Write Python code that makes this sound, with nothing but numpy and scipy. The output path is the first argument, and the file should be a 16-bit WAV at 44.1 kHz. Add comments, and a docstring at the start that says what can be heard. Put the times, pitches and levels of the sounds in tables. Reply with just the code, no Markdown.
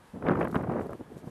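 """Gusty wind buffets the microphone of a hand-held camera in a snowy yard.
Eddies roll over the port as a lumpy rumble that turns to a rough flutter as the gust grows;
soft ones thump the port and the sharpest slap it. Behind the wind sit a dull murmur of air,
a thin hiss, tiny ticks (probably snowflakes on the case), and faint rustles and one light
knock (probably the hand on the case)."""
import sys
import numpy as np
from scipy import signal
from scipy.fft import rfft, irfft, next_fast_len
from scipy.io import wavfile
from scipy.ndimage import uniform_filter1d, map_coordinates

SR = 44100
rng = np.random.default_rng(int(sys.argv[2]) if len(sys.argv) > 2 else 0)


def inscribe(sig):
    """Save sig as 16-bit PCM at rate SR to the path in sys.argv[1].

    A 1-D sig is mono; a 2-D sig holds one channel per row.
    Samples are clipped to [-1, 1] before scaling.
    """
    pcm = np.round(np.clip(np.atleast_2d(sig).T, -1, 1) * 32767)
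    wavfile.write(sys.argv[1], SR, pcm.astype(np.int16))


N = 57330  # 1.3 s


def amp(db):
    """Decibels to gain."""
    return 10 ** (np.asarray(db) / 20)


def unit(x):
    """Scale to rms 1."""
    return x / np.sqrt(np.mean(x ** 2) + 1e-20)


def along(points, hz):
    """Read a curve of (freq_hz, value) points on a log frequency axis."""
    freqs, values = np.transpose(points)
    return np.interp(np.log(hz + 1), np.log(freqs + 1), values)


def wobble(rate):
    """A smooth random curve with `rate` knots a second."""
    return map_coordinates(rng.standard_normal(4096), [np.arange(N) * rate / SR], mode="wrap")


def filtered(x, response):
    """Equalise x with a gain given as a function of frequency."""
    size = next_fast_len(N + SR // 2)
    return irfft(rfft(x, size) * response(np.fft.rfftfreq(size, 1 / SR)), size)[:N]


def noise(spectrum):
    """Coloured noise of rms 1."""
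    return unit(filtered(rng.standard_normal(N), lambda hz: amp(along(spectrum, hz))))


def low_pass(x, hz):
    """Roll off the treble at 18 dB an octave."""
    return signal.lfilter(*signal.butter(3, hz, fs=SR), x)


def impulse(spectrum, size=2048):
    """The minimum-phase click that has this spectrum."""
    cepstrum = irfft(np.log(amp(along(spectrum, np.fft.rfftfreq(size, 1 / SR)))))
    cepstrum[1:size // 2] *= 2
    cepstrum[size // 2 + 1:] = 0
    return irfft(np.exp(rfft(cepstrum)))


def add(track, start_s, sound, peak_db):
    """Mix a sound in at start_s, peaking at peak_db."""
    part = track[max(round(start_s * SR), 0):][:len(sound)]
    part += amp(peak_db) * sound[:len(part)] / np.abs(sound).max()


def yard(air_db=-58, hiss_db=-69, waver_db=1):
    """The bed: quiet distant air under a thin, slightly wavering hiss."""
    # dull murmur of outdoor air: freq_hz, level_db
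    air_spectrum = [(15, -36), (25, -15), (32, 4), (81, 0.5), (408, -1.5), (948, -1), (1320, -5.5),
                    (1420, -8.5), (1560, -5), (1690, -5.5), (1830, -9.5), (5000, -27.5), (6500, -27.5),
                    (11000, -120)]
    # thin hiss: freq_hz, level_db
    hiss_spectrum = [(200, -7), (3000, 5), (6000, -2), (10000, 2), (13500, -5.5), (15000, -8)]
    air = amp(air_db) * noise(air_spectrum)
    hiss = amp(hiss_db + waver_db * wobble(rate=16.7)) * noise(hiss_spectrum)
    return air + hiss


def rustles(grain_db=3):
    """Brief grainy swells of treble, probably the hand on the case."""
    # faint swells: centre_s, level_db, half_width_s
    swells = [(0.407, -69.5, 0.026), (.53, -68, 0.076), (0.822, -65.5, 0.02), (.865, -75, 0.014),
              (1.186, -63.5, 0.019), (1.28, -69.5, 0.041)]
    # bright rustle tone: freq_hz, level_db
    spectrum = [(500, -8), (3000, -5), (7000, -1.5), (12000, -4), (15000, -12)]
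    t = np.arange(N) / SR
    envelope = sum(amp(level_db) * np.exp(-((t - centre_s) / half_width_s) ** 2)
                   for centre_s, level_db, half_width_s in swells)
    grain = amp(grain_db * wobble(rate=700))
    return envelope * unit(grain * noise(spectrum))


def flakes(decay_s=0.001, trim_db=8):
    """Tiny dry ticks, probably snowflakes landing on the case."""
    # ticks: start_s, peak_db (before trim)
    ticks = [(.316, -59), (0.356, -56.5), (.401, -52.5), (0.447, -51), (.483, -51), (.514, -49.5),
             (0.519, -52.5), (.547, -50), (0.553, -50.5), (.626, -54), (.721, -60), (.86, -56), (.869, -55),
             (0.908, -55), (0.933, -51)]
    # crisp tick tone: freq_hz, level_db
    spectrum = [(500, -32), (3000, -1.5), (7000, -2.5), (11000, 5), (14000, 0.5)]
    out, click = np.zeros(N), impulse(spectrum)
    t = np.arange(SR // 100) / SR
    for start_s, peak_db in ticks:
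        burst = rng.standard_normal(len(t)) * np.exp(-t / decay_s)
        add(out, start_s, signal.fftconvolve(burst, click), peak_db + trim_db)
    return out


def knock(start_s=0.9312, peak_db=-31):
    """One light, dead knock, probably a finger on the case."""
    # damped resonances of the case: pitch_hz, level_db, t60_s
    modes = [(770, -11, 0.0083), (1230, 11.5, 0.011), (1620, -4, 0.031)]
    out = np.zeros(N)
    t = np.arange(SR // 25) / SR
    ring = sum(amp(level_db - 60 * t / t60_s) * np.sin(2 * np.pi * pitch_hz * t)
               for pitch_hz, level_db, t60_s in modes)
    add(out, start_s, low_pass(ring, hz=1700), peak_db)
    return out


def puffs(half_width_cycles=1.0, trim_db=-1.5):
    """Each soft eddy thumps the port, swinging the pressure back and forth once or twice."""
    # soft eddies: centre_s, peak_db (before trim), pitch_hz
    eddies = [(.14, -36, 186), (0.176, -33.5, 181), (0.288, -20, 270), (.312, -18.5, 173), (.325, -17, 312),
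              (.34, -23.5, 294), (0.398, -18, 313), (0.533, -25, 188), (.553, -29.5, 384),
              (0.564, -21.5, 222), (0.636, -29.5, 165), (0.691, -24.5, 154), (.76, -19.5, 540),
              (.777, -25, 456), (.795, -26.5, 430), (.81, -21.5, 385), (.862, -33, 480), (0.867, -30, 330),
              (.895, -30.5, 513), (.953, -33.5, 335), (1.001, -36, 270), (1.012, -30, 302),
              (1.12, -36.5, 410), (1.17, -33, 424), (1.278, -29.5, 153)]
    out = np.zeros(N)
    t = np.arange(-SR // 40, SR // 40) / SR
    for centre_s, peak_db, pitch_hz in eddies:
        swing = np.sin(2 * np.pi * (pitch_hz * t + rng.random()))
        envelope = np.exp(-(pitch_hz * t / half_width_cycles) ** 2)
        add(out, centre_s + t[0], swing * envelope, peak_db + trim_db)
    return out


def slaps(band_ratio=7, trim_db=-2):
    """Each sharp eddy slaps the port: one pressure jolt in a few milliseconds of tearing air."""
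    # sharp eddies: centre_s, peak_db (before trim), half_width_s, upper_edge_hz
    eddies = [(.226, -29, 0.0017, 1970), (0.268, -20, 0.0039, 2540), (0.277, -22, 0.0019, 2130),
              (.286, -17.5, 0.003, 5200), (0.296, -14, 0.0011, 1620), (0.307, -23, 0.0023, 2580),
              (0.317, -22.5, 0.01, 2180), (.336, -21.5, 0.0026, 2260), (0.356, -20, 0.0028, 1780),
              (0.414, -16.5, .005, 2560), (0.429, -23, 0.0021, 2700), (.452, -18, 0.0054, 2780),
              (0.474, -21, 0.0013, 1400), (0.5, -35, 0.0014, 1400), (0.528, -29, 0.0011, 1100),
              (0.546, -19.5, .0025, 1400), (.552, -22.5, 0.0055, 1420), (0.557, -16.5, 0.00096, 4860),
              (.562, -25, 0.00074, 3840), (0.567, -24, 0.0015, 1990), (0.639, -25, 0.0073, 1710),
              (0.675, -27, 0.0057, 1290), (0.697, -22, 0.0023, 1080), (0.721, -27, 0.0063, 1120),
              (0.737, -27, 0.0043, 1500), (0.767, -25.5, 0.0094, 1500), (0.795, -25, 0.0025, 1450),
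              (0.813, -26.5, 0.0024, 1780), (0.894, -31.5, 0.0022, 1190), (0.933, -31.5, 0.0006, 2700)]
    # slap tone ahead of each eddy's own band filter: freq_hz, level_db
    spectrum = [(30, -43), (120, -6), (450, 6), (1200, 1.5), (1800, -5.5), (2500, -8.5), (3400, -18),
                (4500, -32), (9000, -44)]
    out, click = np.zeros(N), impulse(spectrum)
    t = np.arange(-SR // 50, SR // 50) / SR
    for centre_s, peak_db, half_width_s, upper_edge_hz in eddies:
        tear = rng.standard_normal(len(t)) * np.exp(-(t / half_width_s) ** 2)
        jolt = (t == 0) * rng.choice([-1, 1])
        slap = signal.fftconvolve(0.5 * jolt + tear / np.linalg.norm(tear), click)
        # both band edges move together: small eddies reach higher and carry less bass
        low_cut = signal.butter(2, upper_edge_hz / band_ratio, "highpass", fs=SR)
        slap = low_pass(signal.lfilter(*low_cut, slap), upper_edge_hz)
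        add(out, centre_s + t[0], slap, peak_db + trim_db)
    return out


def turbulence(spectrum, window_samples=700):
    """Coloured noise levelled so that its strength is even from one eddy to the next."""
    raw = noise(spectrum)
    power = uniform_filter1d(uniform_filter1d(raw ** 2, window_samples), window_samples // 2)
    return raw / np.sqrt(np.abs(power) + 1e-9)


def buffeting(full_gust_db=-31.5):
    """One gust drives three layers; the higher ones grow faster with it and come in sharper lumps."""
    # wind pressure on the port: time_s, level_db (counted from full_gust_db)
    gust = [(0, -73), (.129, -75.5), (.137, -46), (0.164, -40.5), (0.197, -51), (0.237, -35),
            (0.259, -29.5), (.272, -28.5), (.315, -25.5), (.346, -30.5), (.405, -28.5), (.44, -31),
            (.488, -34.5), (.52, -43), (0.543, -36.5), (0.559, -26.5), (.585, -32), (.66, -37), (.70, -33),
            (.76, -32.5), (.812, -36.5), (0.836, -39), (0.867, -40), (.878, -50), (.908, -39), (0.956, -45),
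            (.975, -67), (1.011, -40), (1.039, -61.5), (1.106, -54), (1.12, -44.5), (1.14, -52.5),
            (1.169, -43), (1.205, -61), (1.245, -47), (1.266, -55), (1.279, -37.5), (1.3, -61)]
    # tilt of the roar from bass to mids as the eddies get smaller: time_s, tilt_db
    tilt = [(0, -2), (.15, -1.5), (.28, 1.5), (.33, -3.5), (.42, 0.5), (.52, -4), (.6, -1), (.68, -2),
            (.755, 4), (.81, -1), (.87, 1), (1.01, 1.5), (1.17, -1.5), (1.28, -0.5)]
    # low rumble: freq_hz, level_db
    rumble_spectrum = [(20, -52), (45, -22.5), (65, -8.5), (110, -4.5), (160, -1), (250, -1.5),
                       (400, -12.5), (800, -35), (2000, -78)]
    # low-mid body of the roar: freq_hz, level_db
    body_spectrum = [(40, -55), (130, -14.5), (230, -5), (330, -1), (500, -3), (850, -12), (1300, -20),
                     (2200, -54), (4000, -81)]
    # rough midrange flutter: freq_hz, level_db
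    flutter_spectrum = [(100, -28), (400, -2.5), (900, 2.5), (1400, -3), (2000, -8.5), (3000, -26),
                        (4200, -35.5), (8000, -45)]
    t = np.arange(N) / SR
    gust_db = np.interp(t, *np.transpose(gust)) - full_gust_db
    tilt_db = np.interp(t, *np.transpose(tilt))
    eddies = wobble(rate=110)  # shared, so the layers lurch together

    def layer(spectrum, base_db, growth, lumpy_db, rough_db):
        lumps = unit(amp(lumpy_db * eddies + rough_db * wobble(rate=350)))
        return amp(base_db + growth * gust_db) * lumps * turbulence(spectrum)

    rumble = layer(rumble_spectrum, base_db=-35.0, growth=0.74, lumpy_db=0.5, rough_db=1)
    body = layer(body_spectrum, base_db=-34.0, growth=0.98, lumpy_db=1.5, rough_db=1.5)
    flutter = layer(flutter_spectrum, base_db=-45.5, growth=1.6, lumpy_db=2.0, rough_db=3)
    return amp(-tilt_db / 2) * rumble + amp(tilt_db) * body + amp(tilt_db / 2) * flutter


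def scene():
    """Wind at the port over small case noises and the quiet yard, in mono."""
    wind = buffeting() + slaps() + puffs()
    return (wind + knock() + flakes() + rustles() + yard())[None]


def record(dry):
    """The camera keeps nothing above its band limit."""
    band_limit_hz = 14200
    return filtered(dry[0], lambda hz: hz < band_limit_hz)[None]


dry = scene()
out = record(dry)
inscribe(out)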